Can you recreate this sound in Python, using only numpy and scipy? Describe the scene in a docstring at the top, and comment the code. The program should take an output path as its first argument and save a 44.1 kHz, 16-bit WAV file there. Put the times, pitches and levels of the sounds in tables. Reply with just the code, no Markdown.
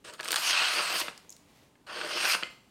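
"""In a small kitchen, close by, a knife slices twice down through a hand-held sheet of paper.
The edge catches in separate snaps, then runs: fibres break in a dense train of impulses, which the
sheet radiates as a rasp. The paper flicks back after each stroke, the freed blade rings faintly in
its modes, and an arm rustles on its way up again. Hard walls add a short reverberation."""
import sys
import numpy as np
from scipy import signal
from scipy.fft import rfft, irfft
from scipy.io import wavfile
from scipy.ndimage import uniform_filter1d

SR = 44100
rng = np.random.default_rng(int(sys.argv[2]) if len(sys.argv) > 2 else 0)


def store_pcm(level_fs):
    """Save levels as 16-bit WAV."""
    pcm = np.round(np.clip(level_fs, -1, 1) * 32767).astype(np.int16)
    wavfile.write(sys.argv[1], SR, np.atleast_2d(pcm).T)


N = 119070

# frequency response of the sheet (frequency [Hz], level [dB])
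SHEET = [(47, -65.5), (80, -23.5), (133, -30), (182, -15.5), (217, -21.5), (283, -16), (338, -8.5),
         (482, -9.5), (643, -3.5), (802, -6), (1120, -1), (1460, -1), (1600, -1), (1900, -4), (2220, -5.5),
         (2660, -2.5), (3620, -5), (4520, -5), (5900, -13.5), (6590, -11), (7360, -16), (8790, -11.5),
         (10700, -24.5), (12800, -24), (16000, -34)]
CONTACT_ATTACK_S, CONTACT_RELEASE_S = 0.006, 0.0074
WANDER_PER_S, TOP_HZ = 16, 15850


def cutting(t, size=131072):
    """Source and filter: breaking fibres drive the sheet, whose resonances wander as it flexes."""
    # each stroke (time [s], level [dB], low mids [dB], treble [dB], main resonance [Hz])
    first_cut = [(0.37, -31, -4, -12, 2800), (0.395, -40.5, 2.5, -0.5, 3030),
                 (0.44, -33.5, -3.5, -4.5, 2840.0), (0.475, -31, -5, -4.5, 2880),
                 (0.505, -28, -5.5, -8.5, 3100), (0.55, -29.5, -3, -12.5, 2680),
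                 (0.595, -27.5, -3, -11.5, 2530), (0.615, -30, -1, -10.5, 2640),
                 (0.65, -30, -3.5, -11.5, 2760), (0.75, -35, -1, -6, 2580), (0.79, -30, -1.5, -11, 2440),
                 (0.825, -35.5, 1.5, -6.5, 2640), (0.91, -36.5, 1, -8, 2480), (0.95, -32.5, -1.5, -8, 3020),
                 (0.98, -35.5, -1.5, -3.5, 2830), (1.005, -36.0, -3.5, 2.5, 3400),
                 (1.02, -31, -7, -17, 3270)]
    second_cut = [(1.87, -53.5, 4.5, -9, 2740), (1.9, -47.5, 8, -13.5, 2850), (1.96, -42, 0, -13, 2950),
                  (2.03, -41.5, 3.5, -11.5, 2800), (2.08, -43.5, 5.5, -8.5, 2940.0),
                  (2.14, -36, -5.5, -11, 2750), (2.21, -33.5, -5, -8.5, 2800), (2.25, -31.5, -1, -8, 2940),
                  (2.295, -31.0, -2.5, -7, 2570), (2.335, -28.5, -4, -6, 2570), (2.35, -30.5, 3, -9, 2680)]
    # modes beside the cut (ratio to the main resonance, bandwidth [Hz], gain [dB])
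    resonances = [(.53,160,-5.5),(1,320,-2),(1.72,420,-1),(3.2,600,5)]
    # bands of the rasp (lower edge [Hz], upper edge [Hz], gain [dB], low-mid share, treble share)
    registers = [(626,1996,-2,0.84,0.024),(2010,3580,-0.8,0.039,0),(3934,6520,.5,0,0.41),(6670,9940,-0.5,0.26,1.28),(10100,16500,-6.5,0.23,1.42)]
    # bending of the sheet, one curve per movement (time [s], level [dB])
    bending = [
        [(.05,-54),(.09,-54),(.15,-49),(.18,-68)],
        [(.2,-57),(.36,-50.5),(.52,-45.5),(.6,-51),(.7,-48),(.8,-43),(.88,-50),(1.01,-46),(1.09,-59),(1.12,-78)],
        [(1.87,-54.5),(1.93,-45.5),(2.04,-40),(2.12,-48.5),(2.24,-42),(2.28,-54),(2.345,-42),(2.4,-60)],
    ]
    # the edge scrapes without biting (time [s], duration [s], level [dB])
    scrapes = [(0.044, 0.062, -47), (0.125, 0.027, -52), (0.179, 0.035, -56), (0.237, 0.062, -43),
               (0.304, 0.035, -37), (1.041, 0.054, -46), (2.386, 0.087, -55)]
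    hz, out = freqs(size), np.zeros(N)
    times, *columns = np.vstack([first_cut, second_cut]).T
    level_db, low_db, treble_db, main_hz = (np.interp(t, times, c) for c in columns)
    drive = shape(fibres(), contour(SHEET, hz))
    rasp = drive.copy()
    for ratio, width, db in resonances:
        mode_hz = ratio * main_hz * (1 + 0.11 * walk(WANDER_PER_S))
        rasp += undb(db) * resonate(drive, mode_hz, width)
    spectrum = rfft(rasp, size)
    register = lambda lo, hi: unit(irfft(spectrum * band(hz, lo, hi) ** 2)[:N])
    in_paper = sum(contact(t, cut[0][0], cut[-1][0]) for cut in (first_cut, second_cut))
    for lo, hi, db, low_share, treble_share in registers:
        band_db = level_db + db + low_share * low_db + treble_share * treble_db
        out += register(lo, hi) * in_paper * undb(band_db)
    bass = register(130, 634)
    for movement in bending:
        out += bass * undb(-3.5 + 3 * walk(per_s=35)) * gesture(t, movement)
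    for at, duration, db in scrapes:
        out += unit(rasp) * undb(db) * contact(t, at + CONTACT_ATTACK_S / 2, at + duration)
    return out


def fibres(breaks_per_s=9000, spread_db=1.5, grab_db=1.05):
    """Shot noise: fibres break at random, harder and softer as the edge sticks and slips."""
    breaks = rng.random(N) < breaks_per_s / SR
    strength_db = spread_db * np.minimum(rng.exponential(size=N), 6) + grab_db * walk(per_s=170)
    return breaks * undb(strength_db) * rng.choice([-1, 1], N)


def sizzle(t):
    """Forced resonance: driven by the breaks, narrow modes of the taut paper swell and drop."""
    # (peak time [s], rise [s], fall [s], level [dB], frequency [Hz], bandwidth per stage [Hz])
    sizzles = [(.505,0.055,0.017,-35.5,6280,900),(.66,0.16,0.037,-39,1465,297),(.97,0.09,0.027,-48.5,13000,1800),(2.3,.04,0.024,-41,12100,1300),(2.334,0.042,0.009,-33.5,4980,1000)]
    breaks, out = fibres(), np.zeros(N)
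    for at, rise, fall, db, pitch, width in sizzles:
        hz = pitch * (1 + 0.018 * walk(WANDER_PER_S))
        swell = np.exp(-((t - at) / np.where(t < at, rise, fall)) ** 2)
        singing = resonate(resonate(breaks, hz, width), hz, width)
        out += undb(db) * swell * unit(singing)
    return out


def paper_clicks(size=2048):
    """Impulsive excitation: fracture, buckling and impact each radiate a brief transient."""
    # the edge catches and a bundle of fibres snaps (time [s], level [dB], tilt [dB/octave])
    snaps = [(0.0488,-44,2),(.0978,-40.5,-1.5),(0.1361,-40.5,3),(0.1934,-36,-2.5),(0.2078,-32,0.5),(.2303,-35.5,0.5),(0.2414,-42.5,9.5),(0.246,-34.5,9),(.2565,-32.5,-0.5),
             (0.2744,-40.5,7),(0.2795,-30,3),(0.2847,-26.5,2),(.2899,-40,0.5),(0.3064,-26,4.5),(0.31,-36,6.5),(0.3138,-34,7),(0.3181,-22,9.5),(0.3265,-29,7.5),(.329,-22.5,-1.5),
             (0.334,-33,-1),(0.341,-28.5,6),(0.3428,-22,-1),(0.359,-19,2.5),(0.3616,-26.5,2.5),(0.3647,-24.5,1),(.375,-37,1),(1.002,-29.5,-3),(1.177,-43,4.5),(1.365,-50.5,7.5),(2.173,-27.5,-8)]
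    # the sheet buckles or flicks back (time [s], level [dB], frequency [Hz], relative air puff [dB])
    flicks = [(.199,-28.5,1940,-9.5),(0.795,-26,1140,-9.5),(1.014,-29.5,2330,-6),(1.082,-28,1770,-10.5),(1.247,-59.5,900,3),(1.754,-59,2000,-8),(2.0124,-27,1830,-13),(2.246,-24,1220,-15),(2.347,-23.5,1020,-13),(2.426,-28,1470,-6.5),(2.4327,-23,2400,-23)]
    # the cut strip lands (time [s], level [dB], frequency [Hz], decay [s])
    ticks = [(1.294,-41,6500,0.0017),(1.3024,-45,7600,0.00069),(1.3039,-38,7000,0.00075),(1.318,-52,5540,.001),(1.324,-42,7000,0.0013),(1.327,-45.5,5130,0.0008)]
    hz, t, out = freqs(size), np.arange(size) / SR, np.zeros(N)
    sheet = contour(SHEET, hz)
    for at, db, tilt in snaps:
        colour = sheet * undb(tilt * np.log2(hz)) * band(hz, 775, TOP_HZ, order=2)
        add(out, at, undb(db) * burst(colour, decay_s=0.0018))
    for at, db, pitch, puff_db in flicks:
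        crack = burst(sheet * hump(hz, pitch, octaves=0.53), decay_s=0.0023)
        puff = burst(hump(hz, 356, octaves=1.65) ** 2, decay_s=0.0076)
        add(out, at, undb(db) * (crack + undb(puff_db) * puff))
    for at, db, pitch, decay in ticks:
        envelope = (t / decay) * np.exp(2 - 2 * t / decay)
        ping = envelope * np.sin(2 * np.pi * pitch * t)
        crack = burst(hump(hz, pitch, octaves=0.5), decay)
        add(out, at, undb(db) * (ping + undb(-7.5) * crack))
    return out


def blade(t):
    """Free vibration: the steel rings in damped modes when it leaves the paper."""
    # blade modes (frequency [Hz], level [dB], T60 [s])
    modes = [(2080,-37.5,0.35),(2132,-48.5,0.3),(2970,-44.5,0.43),(4560,-64,0.21),(7600,-56.5,0.66)]
    # the blade comes free (time [s], gain [dB])
    releases = [(1.02,-5),(2.432,-4.5)]
    ring = sum(undb(db) * np.sin(2 * np.pi * hz * t) * undb(-60 * t / t60) for hz, db, t60 in modes)
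    out = np.zeros(N)
    for at, db in releases:
        add(out, at, undb(db) * ring)
    return out


def sleeve(t):
    """Friction noise: cloth rustles as the knife arm moves."""
    # spectrum of the rustle (frequency [Hz], level [dB])
    cloth = [(47, -16), (80, -10), (208, -6), (253, -26), (283, -11), (802, -12), (1670, -21),
             (1950, -15.5), (3870, -19), (16000, -32)]
    # one curve per arm movement (time [s], level [dB])
    arm = [
        [(1.15,-60.5),(1.38,-67.5),(1.5,-64),(1.63,-62.5),(1.72,-71),(1.8,-92)],
        [(2.5,-56),(2.62,-73),(2.7,-70)],
    ]
    return coloured_noise(cloth) * undb(walk(per_s=30.2)) * sum(gesture(t, move) for move in arm)


def still_air(level_db=-63.5):
    """Ambient noise: a steady hush, strongest in the bass."""
    # spectrum of the kitchen's air (frequency [Hz], level [dB])
    air = [(15, -29.5), (25, -11.5), (270, -6), (624, -19), (911, -17), (1330, -24), (2690, -26.5),
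           (5430, -32), (7710, -32), (8830, -33), (16000, -41)]
    return undb(level_db) * coloured_noise(air)


def kitchen(x, delay_s=0.00506, size=32768):
    """Reverberation: reflections from walls and cupboards form a diffuse, exponential tail."""
    # decay by band (frequency [Hz], T60 [s], level [dB])
    room = [(200,0.22,-6.5),(590,0.47,-6.5),(1420,0.35,-6.5),(3950,0.48,-12),(9000,0.33,-6.5),(15000,0.22,-6)]
    t, hz, noise = np.arange(size) / SR, freqs(size), rfft(rng.standard_normal(size))
    log_centres, tail = np.log([row[0] for row in room]), 0
    for pick, (_, t60, db) in zip(np.eye(len(room)), room):
        reflections = irfft(noise * np.interp(np.log(hz), log_centres, pick))
        fade = undb(-60 * t / t60) * (t > delay_s)
        tail += undb(db) * reflections * fade / np.sqrt(np.sum(fade ** 2))
    return x + signal.fftconvolve(x, tail)[:N]


def contact(t, start, end):
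    """Gate with a linear attack and an exponential release."""
    attack = np.clip((t - start) / CONTACT_ATTACK_S + 1, 0, 1)
    return attack * np.exp(-np.maximum(t - end, 0) / CONTACT_RELEASE_S)


def gesture(t, curve):
    """Envelope from a (time [s], level [dB]) curve, fading out beyond its ends."""
    times, db = np.array(curve).T
    return undb(np.interp(t, times, db)) * contact(t, times[0], times[-1])


def burst(gain, decay_s, rise_s=0.0004, size=2048):
    """Damped noise transient with the energy of 2 ms (88 samples) at rms 1."""
    t = np.arange(size) / SR
    envelope = (1 - np.exp(-t / rise_s)) * np.exp(-t / decay_s)
    x = shape(rng.choice([-1., 1.], size) * envelope, gain)
    return x * np.sqrt(88 / np.sum(x ** 2))


def resonate(x, hz, width):
    """Resonator with a moving centre frequency and gain 1 at the centre."""
    turn = np.exp(2j * np.pi * np.cumsum(hz) / SR)
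    pole = np.exp(-np.pi * width / SR)
    return 2 * np.real(turn * signal.lfilter([1 - pole], [1, -pole], x / turn))


def coloured_noise(points):
    """Gaussian noise filtered to a spectral outline, at rms 1."""
    return unit(shape(rng.standard_normal(N), contour(points, freqs(131072))))


def shape(x, gain):
    """Minimum-phase filter from a gain per bin, scaled to a peak of 1."""
    size = 2 * (len(gain) - 1)
    cepstrum = irfft(np.log(gain / gain.max() + 1e-5))
    cepstrum[1:size // 2] *= 2
    cepstrum[size // 2 + 1:] = 0
    return irfft(rfft(x, size) * np.exp(rfft(cepstrum)))[:len(x)]


def contour(points, hz):
    """Gain of a (frequency [Hz], level [dB]) outline."""
    f, db = np.array(points).T
    return undb(np.interp(np.log(hz), np.log(f), db))


def band(hz, lo, hi, order=10):
    """Gain of a band-pass filter."""
    return 1 / np.sqrt((1 + (lo / hz) ** (2 * order)) * (1 + (hz / hi) ** (2 * order)))


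def hump(hz, centre, octaves):
    """Gain of a broad resonance."""
    return 1 / (1 + (np.log2(hz / centre) / octaves) ** 2)


def walk(per_s):
    """Smooth random modulation at rms 1."""
    hold = max(int(SR / per_s), 1)
    steps = rng.standard_normal(N)[np.arange(N) // hold]
    return unit(uniform_filter1d(steps, hold))


def add(out, at, x):
    """Superpose a sound at a time."""
    i = max(int(at * SR), 0)
    out[i:i + len(x)] += x[:max(N - i, 0)]


def freqs(size):
    """Frequencies of a spectrum's bins."""
    return np.maximum(np.arange(size // 2 + 1) * SR / size, 1)


def undb(db):
    """Decibels to gain."""
    return 10 ** (np.asarray(db) / 20)


def unit(x):
    """Scale to rms 1."""
    return x / np.sqrt(np.mean(x ** 2) + 1e-20)


def scene():
    """Superposition: the paper and its reverberation sum with blade, air and sleeve."""
    t = np.arange(N) / SR
    paper = cutting(t) + sizzle(t) + paper_clicks()
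    return (kitchen(paper) + blade(t) + still_air() + sleeve(t))[None]


def record(dry):
    """Band limiting: a gentle high-pass thins the deepest bass and a steep low-pass cuts the top."""
    thin = signal.sosfilt(signal.butter(1, 35, "high", fs=SR, output="sos"), dry)
    return signal.sosfilt(signal.ellip(10, .2, 80, TOP_HZ, fs=SR, output="sos"), thin)


dry = scene()
out = record(dry)
store_pcm(out)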